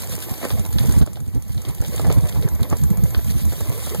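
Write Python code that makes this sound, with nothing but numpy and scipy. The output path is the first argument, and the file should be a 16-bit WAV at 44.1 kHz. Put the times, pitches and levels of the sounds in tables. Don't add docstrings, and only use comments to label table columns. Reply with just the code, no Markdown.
import sys
import numpy as np
from scipy import signal
from scipy.fft import rfft, irfft
from scipy.io import wavfile
from scipy.ndimage import uniform_filter1d

SR = 44100
rng = np.random.default_rng(int(sys.argv[2]) if len(sys.argv) > 2 else 0)


def wav_record(signal):
    frames = np.transpose(np.atleast_2d(signal))
    bounded = np.clip(frames, -1, 1)
    quanta = np.round(bounded * 32767).astype(np.int16)
    wavfile.write(sys.argv[1], SR, quanta)


N = 176400
T = np.arange(N) / SR


def amp(db):
    return 10 ** (np.asarray(db) / 20)


def unit(x):
    return x / np.sqrt(np.mean(x ** 2))


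def curve(rows):
    return amp(np.interp(T, *np.array(rows).T))


def swells(rows):
    return sum(amp(db) ** 2 * np.exp(-2 * ((T - s) / (length / 2)) ** 2) for s, length, db in rows)


def colour(x, points):
    hz, db = np.array(points).T
    bin_hz = np.maximum(np.fft.rfftfreq(N, 1 / SR), 1)
    gains = unit(amp(np.interp(np.log(bin_hz), np.log(hz), db)))
    cepstrum = irfft(np.log(gains), N)
    cepstrum[1:N // 2] *= 2
    cepstrum[N // 2 + 1:] = 0
    response = irfft(np.exp(rfft(cepstrum)), N)[:SR // 10]
    return signal.fftconvolve(np.atleast_2d(x), response[None], axes=-1)[:, :N]


def delay(x, s):
    return irfft(rfft(x) * np.exp(-2j * np.pi * np.fft.rfftfreq(N, 1 / SR) * s), N)


def walk(per_s):
    return np.interp(T * per_s, np.arange(N // 100), rng.standard_normal(N // 100))


def grains(per_s, spread_db):
    happens = rng.random(N) < per_s / SR
    size = happens * amp(spread_db * np.minimum(rng.exponential(size=N), 4))
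    return unit(size * rng.standard_normal((2, N)))


def blows(rows, attack_s, decay_s, ring_db, ring_s):
    out = np.zeros(N)
    for s, db in rows:
        start = max(int(s * SR), 0)
        age = T[:min(SR // 8, N - start)]
        rise = 1 - np.exp(-age / attack_s)
        fall = np.exp(-age / decay_s) + amp(ring_db) * np.exp(-age / ring_s)
        out[start:start + len(age)] += amp(db) * rise * fall
    return out


def patchy(x, spread_db, size):
    bins = signal.stft(x, nperseg=size)[2]
    chance = rng.standard_normal(bins.shape[1:])
    across_pitch = uniform_filter1d(chance, size=2, axis=0)
    patches = unit(uniform_filter1d(across_pitch, size=6, axis=1))
    gains = amp(spread_db * np.tanh(patches / 2) * 2)
    return unit(signal.istft(bins * gains)[1][:, :N])


def whine():
    # pitch_hz, level_db
    tones = [(12297, -44), (15000, -67)]
    flutter_db = 1.74 * walk(per_s=24.72)
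    return amp(flutter_db) * sum(amp(db) * np.sqrt(2) * np.sin(2 * np.pi * hz * T) for hz, db in tones)


def wind():
    # centre_s, length_s, level_db
    gusts = [(0.128, 0.1, -22.5), (0.317, 0.018, -15), (0.541, 0.053, -12.5), (0.6, 0.039, -12.5),
             (0.694, 0.012, -15.5), (0.756, 0.044, -10), (.808, 0.051, -11.5), (.846, 0.027, -11.5),
             (0.892, 0.025, -6.5), (0.977, 0.032, -4.5), (1.025, 0.026, 8), (1.222, 0.059, -11),
             (1.283, 0.021, -6.5), (1.365, 0.045, -1), (1.505, 0.019, -6), (1.568, 0.068, -8),
             (1.692, 0.042, -8.5), (1.806, 0.011, -0.5), (1.89, 0.026, -12), (2.085, 0.071, -5.5),
             (2.18, 0.043, -2), (2.24, 0.043, -5.5), (2.385, 0.072, -7.5), (2.457, 0.019, -5),
             (2.54, 0.056, -11), (2.615, 0.033, -7), (2.731, 0.046, -10), (2.844, 0.082, -10),
             (2.915, 0.026, -9), (2.99, 0.037, -12), (3.042, 0.036, -6.5), (3.178, 0.02, -6),
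             (3.29, 0.099, -14.5), (3.362, 0.042, -11), (3.467, 0.098, -11.5), (3.622, 0.022, -13.5),
             (3.694, 0.025, -10.5), (3.995, 0.015, -12.5)]
    # time_s, level_db
    airflow = [(0, -32.5), (.42, -39), (.95, -19.5), (1.15, -21), (1.75, -28), (2.03, -18.5), (2.3, -24.5),
               (2.68, -32), (3.0, -25), (3.45, -32.5), (4, -28)]
    # pitch_hz, level_db
    rumble_tone = [(25, -24.5), (50, -0.5), (70, 3.5), (110, -0.5), (165, -9), (230, -20), (330, -36.5),
                   (600, -51.5), (1500, -75)]
    # pitch_hz, level_db
    whirl_tone = [(60, -30.5), (150, 7.5), (220, 4), (320, -7.5), (500, -19.5), (1000, -34.5), (3000, -45)]
    force = np.sqrt((amp(5.5) * curve(airflow)) ** 2 + swells(gusts))
    rumble = colour(rng.standard_normal(N), rumble_tone)[0]
    rumble = unit(rumble / np.sqrt(uniform_filter1d(rumble ** 2, size=600) + .02))
    whirls = colour(rng.standard_normal(N), whirl_tone)[0]
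    air = amp(-1) * force * rumble + amp(-9) * force ** 1.69 * whirls
    low_cut = signal.butter(2, 36, "high", fs=SR, output="sos")
    return np.array([np.zeros(N), signal.sosfilt(low_cut, air)])


def grass():
    # time_s, level_db
    brushing = [(0, -36.5), (.09, -42.5), (.13, -31), (.17, -42), (.33, -40.5), (.46, -35), (.57, -42),
                (.7, -44.5), (.8, -41.5), (.88, -39.5), (.94, -34.5), (1.02, -38.5), (1.3, -44.5),
                (1.65, -37), (1.8, -41), (1.98, -33.5), (2.135, -36.5), (2.17, -41), (2.3, -39),
                (2.52, -44.5), (2.8, -46), (3.1, -47), (3.35, -40), (3.74, -40), (3.87, -36.5), (4, -40.5)]
    # pitch_hz, level_db
    swish_tone = [(300, -10), (1000, -5.5), (2000, -2), (3600, 1.5), (4800, -1), (6800, -1.5), (8400, 3.5),
                  (10000, 1.5), (12000, -1), (15500, -6)]
    # start_s, level_db
    snaps = [(0.122, -34), (0.136, -34.5), (0.503, -28), (0.7283, -32), (0.7845, -20), (0.844, -46),
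             (1.0141, -19.5), (1.0744, -30), (1.157, -25.5), (1.5774, -25), (1.6502, -21.5), (1.8473, -23),
             (1.9794, -25), (2.1144, -25.5), (2.3243, -28), (2.4237, -27), (2.6313, -26), (3.1465, -24),
             (3.273, -44)]
    # pitch_hz, level_db
    snap_tone = [(400, 7), (2400, 2), (3400, 12), (4700, 6.5), (7000, -7.5), (15000, -23)]
    bunch_db, crackle_decay_s = 5, 0.0021
    breaks = np.abs(grains(per_s=240, spread_db=-1)[0]) * amp(bunch_db * np.tanh(walk(per_s=20)))
    fading_breaks = signal.lfilter([1], [1, -np.exp(-1 / (crackle_decay_s * SR))], breaks)
    crackle = fading_breaks * rng.standard_normal((2, N))
    rustle = unit(rng.standard_normal((2, N)) + .75 * unit(crackle))
    swish = patchy(rustle, spread_db=3, size=256) * curve(brushing) * amp(2 * walk(per_s=29.91))
    snapping = blows(snaps, attack_s=0.00027, decay_s=0.0014, ring_db=-17.5, ring_s=0.027)
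    return colour(swish, swish_tone) + amp(1) * colour(snapping * rng.standard_normal((2, N)), snap_tone)


def groan():
    # time_s, pitch_hz
    glide = [(2.14, 112), (2.22, 125.5), (2.39, 108.5)]
    # pitch_multiple, level_db
    overtones = [(5, 2), (6, -3), (8, -22)]
    # centre_s, length_s, level_db
    swell = [(2.25, 0.15, -39.5)]
    phase = 2 * np.pi * np.cumsum(np.interp(T, *np.array(glide).T)) / SR
    tone = sum(amp(db) * np.sin(round(multiple) * phase) for multiple, db in overtones)
    return np.array([tone * np.sqrt(swells(swell)), np.zeros(N)])


def tyres():
    # time_s, level_db
    pressing = [(0, -39.5), (.4, -38.5), (.44, -27.5), (.48, -35), (.56, -40), (.73, -42.5), (.8, -38),
                (1.02, -35), (1.1, -35), (1.56, -43.5), (1.67, -27), (1.77, -42), (1.85, -29.5),
                (1.91, -35), (2.0, -28), (2.22, -33), (2.4, -34), (2.56, -39.5), (2.69, -38.5),
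                (2.725, -34), (2.8, -47), (3.07, -37.5), (3.3, -45), (3.6, -41.5), (3.85, -37),
                (3.95, -33.5), (4, -60.5)]
    # pitch_hz, level_db
    crunch_tone = [(100, 0.5), (300, 6), (500, 4.5), (750, -4), (1100, -8), (1500, -19.5), (2200, -8),
                   (3600, -38), (5000, -56), (12000, -74)]
    crunch = patchy(grains(per_s=2500, spread_db=2.5), spread_db=4.5, size=512)
    spurts = amp(4.4 * np.tanh(walk(per_s=55)))
    return amp(-2.5) * colour(crunch * curve(pressing) * spurts, crunch_tone)


def bumps():
    # start_s, level_db
    knocks = [(0.427, -27.5), (0.44, -24), (0.45, -20.5), (0.504, -21.5), (0.895, -29.5), (0.937, -35),
              (1.012, -33), (1.023, -14), (1.072, -20.5), (1.169, -22), (1.492, -34), (1.821, -28),
              (1.994, -17.5), (2.046, -20), (2.099, -17.5), (2.476, -26), (2.599, -32), (2.711, -24.5),
              (2.726, -24), (3.146, -25), (3.191, -34.5), (3.521, -28.5), (3.607, -28.5), (3.9455, -21.5)]
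    # pitch_hz, level_db
    knock_tone = [(100, 0), (300, 7), (600, 0.5), (1000, -9.5), (1600, -12), (2500, -18), (5000, -22),
                  (12000, -55)]
    hits = blows(knocks, attack_s=0.00078, decay_s=0.0039, ring_db=-13, ring_s=0.017)
    ringing = patchy(rng.standard_normal((2, N)), spread_db=4.5, size=512)
    return amp(2) * colour(hits * ringing, knock_tone)


def freewheel():
    # start_s, level_db
    ticks = [(0.021, -28.5), (0.094, -31), (0.163, -31), (0.24, -36), (0.3097, -32), (0.379, -34),
             (0.449, -26), (0.5222, -36), (0.594, -27.5), (0.6617, -28.5), (0.7265, -28), (0.792, -27),
             (0.8578, -28), (0.922, -24), (0.9878, -27.5), (1.062, -18), (1.1314, -22.5), (1.2024, -24.5),
             (1.277, -29.5), (1.3472, -25.5), (1.4225, -25.5), (1.4795, -30), (1.5453, -29),
             (1.6175, -25.5), (1.6853, -26.5), (1.7476, -23.5), (1.8148, -22.5), (1.8813, -23.5),
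             (1.96, -22), (2.0115, -28), (2.068, -26.5), (2.124, -21.5), (2.2077, -26.5), (2.2747, -38),
             (2.3471, -29.5), (2.412, -31), (2.4862, -26.5), (2.5496, -31.5), (2.628, -25), (2.699, -27),
             (2.7682, -27.5), (2.836, -27.5), (2.902, -28.5), (2.9714, -31.5), (3.037, -27), (3.1043, -33),
             (3.1755, -36), (3.243, -32), (3.3109, -36), (3.3805, -32), (3.452, -30), (3.528, -34.5),
             (3.6055, -26.5), (3.694, -27.5), (3.778, -29), (3.8613, -28), (3.9459, -27.5)]
    # pitch_hz, level_db
    tick_tone = [(800, -0.5), (3000, -10.5), (5000, -5.5), (6700, 2), (8500, 1.5), (10500, 3),
                 (12500, -6.5), (15500, -7.5)]
    hits = blows(ticks, attack_s=0.00059, decay_s=0.0025, ring_db=-17.5, ring_s=0.023)
    ringing = patchy(rng.standard_normal((2, N)), spread_db=4, size=256)
    return amp(0.5) * colour(hits * ringing, tick_tone)


def from_below(x):
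    direct, scattered = x
    return np.array([delay(direct, s=0.00014), direct + amp(-0.5) * scattered])


def microphones(pair, cancel):
    travel_s = 0.0003637
    return pair - cancel * delay(pair[::-1], travel_s)


def scene():
    bike_and_grass = freewheel() + grass() + from_below(tyres() + bumps() + groan())
    ride = microphones(bike_and_grass, cancel=1) + whine()
    balance = amp([[-0.86], [0]])
    return ride * balance + microphones(wind(), cancel=0.77)


def record(dry):
    limit_db, recovery_db_per_s, top_hz = -8, 8.5, 15450
    power = uniform_filter1d(np.mean(dry ** 2, axis=0), size=900)
    excess_db = np.maximum(10 * np.log10(np.maximum(power, 1e-12)) - limit_db, 0)
    recovery_db = recovery_db_per_s * T
    gain = amp(recovery_db - np.maximum.accumulate(excess_db + recovery_db))
    high_cut = signal.ellip(8, .2, 80, top_hz, fs=SR, output="sos")
    return signal.sosfilt(high_cut, np.clip(dry * gain, -1, 1))


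dry = scene()
out = record(dry)
wav_record(out)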